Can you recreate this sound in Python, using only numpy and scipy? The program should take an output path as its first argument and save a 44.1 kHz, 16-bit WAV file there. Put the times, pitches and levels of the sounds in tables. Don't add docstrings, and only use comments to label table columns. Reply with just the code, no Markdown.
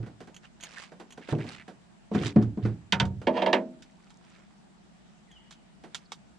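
import sys
import numpy as np
from scipy import signal
from scipy.fft import rfft, irfft
from scipy.io import wavfile

SR = 44100
rng = np.random.default_rng(int(sys.argv[2]) if len(sys.argv) > 2 else 0)


def unload_wav(signal):
    wavfile.write(
        sys.argv[1],
        SR,
        np.round(np.clip(np.atleast_2d(signal).T, -1, 1) * 32767).astype(np.int16),
    )


N = 281358
TIME = np.arange(N) / SR
RING_TIME = TIME[:SR]
SIDES = np.array([[1], [-1]])


def from_db(db):
    return 10 ** (np.asarray(db) / 20)


def rms(x):
    return np.sqrt(np.mean(x ** 2) + 1e-20)


def onset_one(x, size):
    return x / rms(x[:, :size])


def at_hz(points, hz):
    points = np.array(points)
    return np.interp(np.log(hz), np.log(points[:, 0]), points[:, 1])


def cut(x, hz, kind, order=2):
    return signal.sosfilt(signal.butter(order, hz, kind, fs=SR, output="sos"), x)


def drift(rate):
    knots = rng.standard_normal(int(rate * N / SR) + 2)
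    return np.interp(TIME * rate, np.arange(len(knots)), knots)


# frequency in Hz, likeness at full focus (1 is identical).
LIKENESS = [(60, .9), (300, .96), (1000, .72), (3000, .85), (8000, .55)]


def noise_bands(length, focus=1):
    edges = 24 * 2 ** (np.arange(29) / 3)
    white = rng.standard_normal((2, 2, length + SR // 4))
    for k, (low, high) in enumerate(zip(edges, edges[1:])):
        hz = np.sqrt(low * high)
        mid, side = cut(white[k % 2], [low, high], "band")[:, -length:]
        alike = np.clip(focus * at_hz(LIKENESS, hz), -1, 1)
        yield hz, np.sqrt(1 + alike) * mid + np.sqrt(1 - alike) * side * SIDES


def coloured(spectrum, focus, patchy_db, patchy_rate):
    out = 0
    for hz, band in noise_bands(N, focus):
        level_db = at_hz(spectrum, hz) + patchy_db * drift(patchy_rate)
        out = out + from_db(level_db) * band
    return out / rms(out)


def narrow_noise(low_hz, high_hz):
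    shared, separate = rng.standard_normal(N), rng.standard_normal((2, N))
    band = cut(shared + 3.6 * separate, [low_hz, high_hz], "band")
    return band / rms(band)


def contact(hz, hardness):
    return from_db(hardness * np.log2(np.clip(hz, 100, 700)))


def dying(hz, t60, bloom):
    return from_db(-60 * RING_TIME / t60) * (1 - np.exp(-RING_TIME * hz / bloom))


def crowd(spectrum, t60s, hardnesses, bloom):
    hop = SR // 8
    out = np.zeros((len(hardnesses), 2, SR))
    for hz, band in noise_bands(SR + len(hardnesses) * hop):
        fade = from_db(at_hz(spectrum, hz)) * dying(hz, at_hz(t60s, hz), bloom)
        for k, hardness in enumerate(hardnesses):
            out[k] += band[:, k * hop:k * hop + SR] * fade * contact(hz, hardness)
    return out


SNAP_S = 0.002


def blows(events, modes, spectrum, t60s, crowd_db, bloom, rise_s, lowest_hz, snap=0):
    out = np.zeros((2, N + SR))
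    mode_hz = np.array(modes)[:, 0]
    rings = []
    for k, (hz, db, t60) in enumerate(modes):
        tone = np.sin(2 * np.pi * hz * RING_TIME)
        rings.append((-1) ** k * from_db(db) * dying(hz, t60, bloom) * tone)
    rings = np.array(rings)
    spots = from_db(2 * rng.standard_normal((len(events), len(modes))))
    crowds = crowd(spectrum, t60s, np.array(events)[:, 3], bloom)
    sharpen = 1 + snap * np.exp(-RING_TIME / SNAP_S)
    for (s, body_db, crack_db, hardness), spot, dense in zip(events, spots, crowds):
        clear = (spot * contact(mode_hz, hardness)) @ rings
        ring = onset_one(clear[None], size=1300) + from_db(crowd_db) * onset_one(dense, size=1300)
        ring = cut(ring * np.minimum(RING_TIME / rise_s, 1), lowest_hz, "high")
        body = onset_one(cut(ring, 1000, "low", order=6), size=1300)
        crack = onset_one(cut(ring, 1487, "high", order=6) * sharpen, size=600)
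        start = max(int(s * SR), 0)
        out[:, start:start + SR] += from_db(body_db) * body + from_db(crack_db) * crack
    return out[:, :N]


def swell(middle, length):
    return np.cos(np.pi * np.clip((TIME - middle) / length, -.5, .5)) ** 2


def strokes(rows):
    return sum(from_db(db) * swell(middle, length) for middle, length, db in rows)


def glides(rows, waver):
    out, unsteady = 0, 1 + waver * drift(500)
    for middle, length, db, start_hz, end_hz in rows:
        ends = [middle - length / 2, middle + length / 2]
        pitch = np.interp(TIME, ends, [start_hz, end_hz]) * unsteady
        tone = np.sin(2 * np.pi * np.cumsum(pitch) / SR)
        out = out + from_db(db) * np.sqrt(2) * swell(middle, length) * tone
    return out


# frequency in Hz, level in dB per Hz (only the shape counts).
AIR = [(25, -13.5), (65, -2.5), (113, -25), (134, -2), (206, 0), (245, -10), (358, -8), (483, -20.5),
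       (779, -7), (929, -18), (1290, -17.5), (3200, -24), (10100, -33), (13800, -66.5)]
AIR_LEVEL_DB, HUM_DB, INSECTS_DB = -58.5, -61, -82


def pond():
    air = from_db(AIR_LEVEL_DB) * coloured(AIR, focus=0, patchy_db=1.5, patchy_rate=24)
    hum = from_db(HUM_DB) * narrow_noise(166, 215)
    insects = from_db(INSECTS_DB) * narrow_noise(7400, 7750)
    return air + hum + insects


# middle in seconds, length in seconds, level in dB,
# start pitch in Hz, end pitch in Hz.
WHISTLE = [(5.3, .07, -67, 2200, 1645), (5.33, 0.078, -62, 3570, 2944), (5.372, 0.054, -55.5, 3100, 2840),
           (5.412, 0.05, -73, 2290, 1890)]


def bird(echo_db, echo_t60):
    call = glides(WHISTLE, waver=0.0209)
    trees = rng.standard_normal((2, SR)) * from_db(-60 * RING_TIME / echo_t60)
    trees = trees / np.linalg.norm(trees[0])
    return call + from_db(echo_db) * signal.fftconvolve(call[None], trees)[:, :N]


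CRACKLE_MIDDLE_S, CRACKLE_LENGTH_S, CRACKLES_PER_S, CRACKLE_DB = 4.226, 1.3, 70, -71


def crackling():
    out, pitches = 0, np.geomspace(800, 6500, 10)
    for hz in pitches:
        chance = CRACKLES_PER_S / len(pitches) / SR
        clicks = (rng.random(N) < chance) * rng.uniform(-1.05, 1, N)
        ringing = signal.lfilter(*signal.iirpeak(hz, 5, fs=SR), clicks + 1e-18)
        out = out + ringing / hz ** .75
    return from_db(CRACKLE_DB) * swell(CRACKLE_MIDDLE_S, CRACKLE_LENGTH_S) * out / rms(out)


# start in seconds, strength in dB.
TICKS = [(0.344, -54.5), (0.364, -50), (0.608, -51), (0.627, -50), (0.635, -40.5), (1.105, -53),
         (1.123, -49.5), (5.314, -61)]
# frequency in Hz, relative level in dB, time to fall 60 dB in seconds.
TICK_MODES = [(2320, -18, 0.015), (3220, 11.5, 0.0058), (4170, 10.5, 0.0021), (6540, 14.5, 0.0051),
              (8200, 1, 0.0047), (11000, 13, 0.0014)]


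def fitting(rattle_t60):
    touches = np.zeros(N + SR)
    for (s, db), chatter in zip(TICKS, rng.standard_normal((len(TICKS), SR))):
        chatter = chatter * from_db(-60 * RING_TIME / rattle_t60)
        start = int(s * SR)
        touches[start:start + SR] += from_db(db) * chatter / np.linalg.norm(chatter)
    ring = 0
    for hz, db, t60 in TICK_MODES:
        ring = ring + from_db(db - 60 * RING_TIME / t60) * np.sin(2 * np.pi * hz * RING_TIME)
    return signal.fftconvolve(touches[None], onset_one(ring[None], size=600))[:, :N]


# start in seconds, thud level in dB, click level in dB.
CLICKS = [(2.265, -52, -39), (2.424, -54, -52.5), (3.053, -76, -49.5), (3.823, -89, -53),
          (4.103, -68, -59.5), (5.508, -63, -51.5), (5.524, -73, -54.5), (5.946, -52.5, -35.5),
          (6.119, -47, -40.5)]
# frequency in Hz, relative level in dB, time to fall 60 dB in seconds.
CLICK_MODES = [(2220, -6, 0.045), (3760, -7.5, 0.049), (7140, -3, 0.011)]
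# frequency in Hz, relative level in dB per Hz.
CLICK_CROWD = [(240, -42), (400, -7), (538, -20.5), (1370, 3.5), (2190, -5), (3420, 2.5), (4360, -2.5),
               (6460, -4), (10100, -17.5)]
# frequency in Hz, time to fall 60 dB in seconds.
CLICK_T60 = [(600, 0.051), (3000, 0.076), (9000, 0.095)]


def tackle():
    events = [(s, thud_db, click_db, 0) for s, thud_db, click_db in CLICKS]
    return blows(events, CLICK_MODES, CLICK_CROWD, CLICK_T60,
                 crowd_db=10, bloom=0.3, rise_s=0.00032, lowest_hz=300)


# start in seconds, strength in dB.
BUMPS = [(0.062, -46.5), (0.204, -42.5), (0.272, -47), (0.918, -46), (0.998, -42), (1.175, -41.5),
         (1.286, -36), (1.384, -45), (1.441, -43.5), (1.48, -46.5), (1.679, -41), (2.658, -40),
         (3.215, -42.5), (5.837, -43.5)]
# frequency in Hz, relative level in dB, time to fall 60 dB in seconds.
BUMP_MODES = [(329, -3.5, 0.052), (456, 8, 0.11), (682, 0, 0.061), (731, 17, 0.079)]
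# frequency in Hz, relative level in dB per Hz.
BUMP_CROWD = [(88, -68.5), (150, -1.5), (388, -1.5), (1310, -8), (1800, -19), (3630, -25), (10100, -37.5)]
# frequency in Hz, time to fall 60 dB in seconds.
BUMP_T60 = [(250, 0.26), (1000, 0.16)]
BUMP_BODY_DB, BUMP_CRACK_DB, BUMP_HARDNESS = -4, -11, -2


def gear_bumps():
    events = [(s, db + BUMP_BODY_DB, db + BUMP_CRACK_DB, BUMP_HARDNESS) for s, db in BUMPS]
    return blows(events, BUMP_MODES, BUMP_CROWD, BUMP_T60,
                 crowd_db=11.5, bloom=0.22, rise_s=0.00032, lowest_hz=145.0)


# frequency in Hz, level in dB per Hz (only the shape counts).
CLOTH = [(290, -17), (500, -4), (949, -4), (1460, 0.5), (2500, 2), (3600, -1.5), (8670, -10.5),
         (10100, -31), (13800, -73)]
# middle in seconds, length in seconds, level in dB.
BRUSHES = [(0.451, 0.075, -55), (0.665, 0.072, -55.5), (1.24, 0.09, -55), (1.31, 0.095, -43),
           (2.645, 0.064, -51.5), (4.34, 0.47, -64), (5.979, 0.21, -61.5)]
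# the Hz above which it is dull at full speed,
# then a list of points, each a time in seconds and a rubbing level in dB.
MOVES = [ (9800, [(0.6, -55.5), (0.655, -56), (0.72, -54), (0.77, -49.5), (0.835, -45.5), (0.9, -64.5)]),
         (6000, [(1.35, -59), (1.45, -59), (1.485, -48), (1.55, -50.5), (1.59, -56.5)]),
         (4680, [(2.115, -62), (2.154, -41), (2.18, -49), (2.235, -41), (2.268, -40), (2.305, -42.5),
         (2.33, -58)]), ]
SLOW_RUB_HZ = 2610


def rubbing(catch_db):
    cloth = coloured(CLOTH, focus=.6, patchy_db=3, patchy_rate=110)
    grains = cloth * from_db(catch_db * drift(84))
    slow = cut(grains, SLOW_RUB_HZ, "low", order=1)
    slow = slow / rms(slow)
    out = slow * strokes(BRUSHES)
    for fast_hz, move in MOVES:
        fast = cut(grains, fast_hz, "low", order=1)
        fast = fast / rms(fast)
        s, db = np.transpose(move)
        level = from_db(np.interp(TIME, s, db)) * (TIME >= s[0]) * (TIME <= s[-1])
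        speed = np.sqrt(level / level.max())
        out = out + level * (speed * fast + (1 - speed) * slow)
    return out


# middle in seconds, length in seconds, level in dB.
CHAFES = [(1.232, 0.048, -50), (1.415, 0.072, -48), (1.606, 0.08, -50.5), (2.215, 0.03, -44)]
CHAFE_LOW_HZ, CHAFE_HIGH_HZ = 1550, 2560


def chafing():
    rasp = cut(rng.standard_normal(N), [CHAFE_LOW_HZ, CHAFE_HIGH_HZ], "band")
    return strokes(CHAFES) * rasp / rms(rasp)


GRAINS_PER_S, GRAIN_S, GRIT_DB = 550, 0.0008, 1


def grit(rub):
    sizes = from_db(4 * np.minimum(rng.exponential(1, N), 3))
    snaps = (rng.random(N) < GRAINS_PER_S / SR) * sizes
    bursts = signal.lfilter([1], [1, -np.exp(-1 / (GRAIN_S * SR))], snaps + 1e-18)
    gain = 1 + from_db(GRIT_DB) * bursts / rms(bursts)
    return rub * gain / rms(gain)


# middle in seconds, length in seconds, level in dB,
# start pitch in Hz, end pitch in Hz.
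SQUEAKS = [(.779, 0.039, -43, 1850, 1540), (6.061, 0.031, -64.5, 5270, 3850)]


def squeaks():
    return glides(SQUEAKS, waver=0.098)


# frequency in Hz, relative level in dB, time to fall 60 dB in seconds.
LID_MODES = [(203, 0, .3), (252, -6, .52), (337, -7, .48), (382, -7, .25), (482, -1.5, .26),
             (510, -10, .25), (554, -5, .22), (582, -4, .2), (638, -5.5, .39), (728, -3, .2),
             (886, -7, .17), (921, -1.5, .16), (958, -6.5, .15), (991, -4, .16), (1705, -9, .12),
             (1860, -14, .09), (2750, -11, .08), (3230, -8, .07)]
# frequency in Hz, relative level in dB per Hz.
LID_CROWD = [(59, -33), (100, -19.5), (139, -27.5), (190, 4), (312, -2.5), (434, -3.5), (520, -0.5),
             (700, -3.5), (800, -5), (1000, 9.5), (1250, -15), (1800, -5), (3170, -7), (4750, -16.5),
             (10100, -56)]
# frequency in Hz, time to fall 60 dB in seconds.
LID_T60 = [(250, 0.63), (900, 0.19), (2000, 0.13), (7000, 0.026)]
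# middle in seconds, length in seconds, level in dB.
DRAGS = [(3.372, 0.12, -27), (3.484, 0.048, -28.5)]


def dragging(slips_per_s, rasp_db):
    ring = blows([(0, 0.0057, rasp_db, 0.002)], LID_MODES, LID_CROWD, LID_T60,
                 crowd_db=-5.5, bloom=0.36, rise_s=.001, lowest_hz=201)
    ring = ring[:, :SR] / np.linalg.norm(ring[0, :SR])
    slips = (rng.random(N) < slips_per_s / SR) * rng.choice([-1, 1], N)
    pushes = slips / rms(slips) * strokes(DRAGS)
    return signal.fftconvolve(pushes[None], ring)[:, :N]


# start in seconds, body level in dB, crack level in dB,
# hardness in dB per octave.
LID = [(3.2686, -21.5, -30.5, 0.5), (3.372, -32.5, -40, 4), (3.418, -25.5, -32.5, 3), (3.46, -24, -31, 2.5),
       (3.528, -22, -22, 2.5)]
REBOUND_S, REBOUND_BODY_DB, REBOUND_CRACK_DB = 0.0158, -6, -20.5


def lid_judder():
    rebounds = [(s + REBOUND_S, body_db + REBOUND_BODY_DB, crack_db + REBOUND_CRACK_DB, hardness)
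                for s, body_db, crack_db, hardness in LID]
    return blows(LID + rebounds, LID_MODES, LID_CROWD, LID_T60,
                 crowd_db=-4.5, bloom=0.8, rise_s=0.0031, lowest_hz=140)


# start in seconds, body level in dB, crack level in dB, hardness in dB per octave.
LATCH = [(2.9225, -27, -21, -2), (2.999, -25.5, -23.5, -3)]
# frequency in Hz, relative level in dB, time to fall 60 dB in seconds.
LATCH_MODES = [(94, -4, .65), (107, -2, .45), (193, 3, .5), (285, -13, .5), (371, -15, .4), (458, -14, .3),
               (732, -4, .28), (921, 7, .22), (975, 3.5, .16), (1513, 9, .09), (2060, 6, .07),
               (2670, 5, .07), (2977, 7, .08), (3213, 9, .085), (3525, 4, .07), (3670, 3, .07),
               (4660, -1, .06)]
# frequency in Hz, relative level in dB per Hz.
LATCH_CROWD = [(35, -36), (60, -20.5), (107, -9.5), (258, -23.5), (621, -20.5), (803, -22), (933, -25),
               (1260, -7.5), (1560, -17), (3170, -12), (5500, -24.5), (10100, -46.5)]
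# frequency in Hz, time to fall 60 dB in seconds.
LATCH_T60 = [(150, 0.6), (800, 0.22), (3000, 0.076), (9000, 0.081)]


def latch_clacks():
    return blows(LATCH, LATCH_MODES, LATCH_CROWD, LATCH_T60,
                 crowd_db=1.5, bloom=0.99, rise_s=.0001, lowest_hz=69.7, snap=1.0)


# start in seconds, level in dB,
# swell time in seconds, hold time in seconds.
BOOMS = [(0.0, -35.5, 0.0023, .03), (1.306, -32.5, 0.033, 0.12), (2.238, -28, 0.014, 0.009),
         (2.362, -23, 0.052, 0.058), (2.617, -20.5, 0.032, 0.055)]
BOOM_HZ, BOOM_SAG_DB_PER_S = 112.65, 81.5


def hollow(release_t60):
    out = 0
    for s, db, swell_s, hold_s in BOOMS:
        age = np.maximum(TIME - s, 0)
        attack = np.sin(np.pi / 2 * np.minimum(age / swell_s, 1)) ** 2
        sag_db = BOOM_SAG_DB_PER_S * np.maximum(age - swell_s, 0)
        release_db = 60 * np.maximum(age - swell_s - hold_s, 0) / release_t60
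        out = out + attack * from_db(db - sag_db - release_db) * np.sin(2 * np.pi * BOOM_HZ * age)
    return out


# start in seconds, heel strength in dB,
# roll from heel to sole in seconds, sole strength in dB, heel hardness in dB per octave,
# note of the panel underfoot in Hz.
STEPS = [(0.001, -40, 0.027, -39, -4.5, 121), (1.324, -23.5, 0.06, -32.5, 1, 144.3),
         (2.114, -29.5, 0.033, -21, 1, 203), (2.209, -30.5, 0.042, -32.5, 0.5, 131),
         (2.3602, -13, 0.056, -35, -3.5, 215), (2.572, -30, 0.078, -26.5, -1.5, 204.7)]
# frequency in Hz, relative level in dB, time to fall 60 dB in seconds.
DECK_MODES = [(133.6, -10.5, 0.2), (157, -10.5, 0.2), (291, -13.5, 0.45), (336.6, -6.5, 0.24),
              (402.2, -11, 0.31), (430, -3, 0.1), (537, -11, 0.1), (725, -15, 0.18)]
# frequency in Hz, relative level in dB per Hz.
DECK_CROWD = [(30, -40), (86, -15), (135, -10), (269, -5.5), (421, -12), (700, -20.5), (1040, -19.5),
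              (2380, -40), (5320, -42.5), (10100, -77)]
# frequency in Hz, time to fall 60 dB in seconds.
DECK_T60 = [(80, 0.69), (300, 0.35), (1000, 0.18), (4000, 0.024)]
HEEL_CRACK_DB, SOLE_CRACK_DB = -30.5, -18.5
SOLE_HARDNESS = -3.1
PANEL_DB, PANEL_T60_S, DECK_DB = 5.5, 0.17, -4.5


def footfalls():
    heels = [(s, db, HEEL_CRACK_DB, hardness, hz) for s, db, _, _, hardness, hz in STEPS]
    soles = [(s + roll_s, db, SOLE_CRACK_DB, hardness + SOLE_HARDNESS, hz)
             for s, _, roll_s, db, hardness, hz in STEPS]
    panels = np.zeros(N + SR)
    for s, db, _, _, hz in heels + soles:
        start = max(int(s * SR), 0)
        note = dying(hz, PANEL_T60_S, bloom=0.41) * np.sin(2 * np.pi * hz * RING_TIME)
        panels[start:start + SR] += from_db(db + PANEL_DB) * note
    events = [(s, db + DECK_DB, db + crack_db, hardness) for s, db, crack_db, hardness, _ in heels + soles]
    deck = blows(events, DECK_MODES, DECK_CROWD, DECK_T60,
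                 crowd_db=1.5, bloom=0.19, rise_s=0.0013, lowest_hz=62)
    return panels[:N] + deck


# frequency in Hz, left minus right in dB.
LEAN = [(100, -5.5), (200, 1.5), (400, -0.5), (700, -5.5), (1200, -7.5), (3000, -4), (9000, -4.5)]
# frequency in Hz, left lead in radians.
LEAD = [(100, -.1), (650, -.3), (1000, .4), (1800, .5), (3500, .25), (7000, -.9)]


def place_left_right(x):
    hz = np.maximum(np.fft.rfftfreq(N + SR, 1 / SR), 1)
    level = from_db(SIDES * at_hz(LEAN, hz) / 2)
    phase = np.exp(.5j * SIDES * at_hz(LEAD, hz))
    return irfft(rfft(x, N + SR) * level * phase, N + SR)[:, :N]


def scene():
    friction = grit(rubbing(catch_db=0.5) + chafing()) + squeaks()
    gear = crackling() + fitting(rattle_t60=0.063) + tackle() + gear_bumps()
    hatch = dragging(slips_per_s=440, rasp_db=-9.5) + lid_judder() + latch_clacks()
    steps = hollow(release_t60=0.25) + footfalls()
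    boat = friction + gear + hatch + steps
    return pond() + bird(echo_db=-1.0, echo_t60=1.1) + place_left_right(boat)


def record(dry):
    soft = cut(dry, 9600, "low", order=5)
    return signal.sosfilt(signal.ellip(10, .1, 80, 15000, fs=SR, output="sos"), soft)


dry = scene()
out = record(dry)
unload_wav(out)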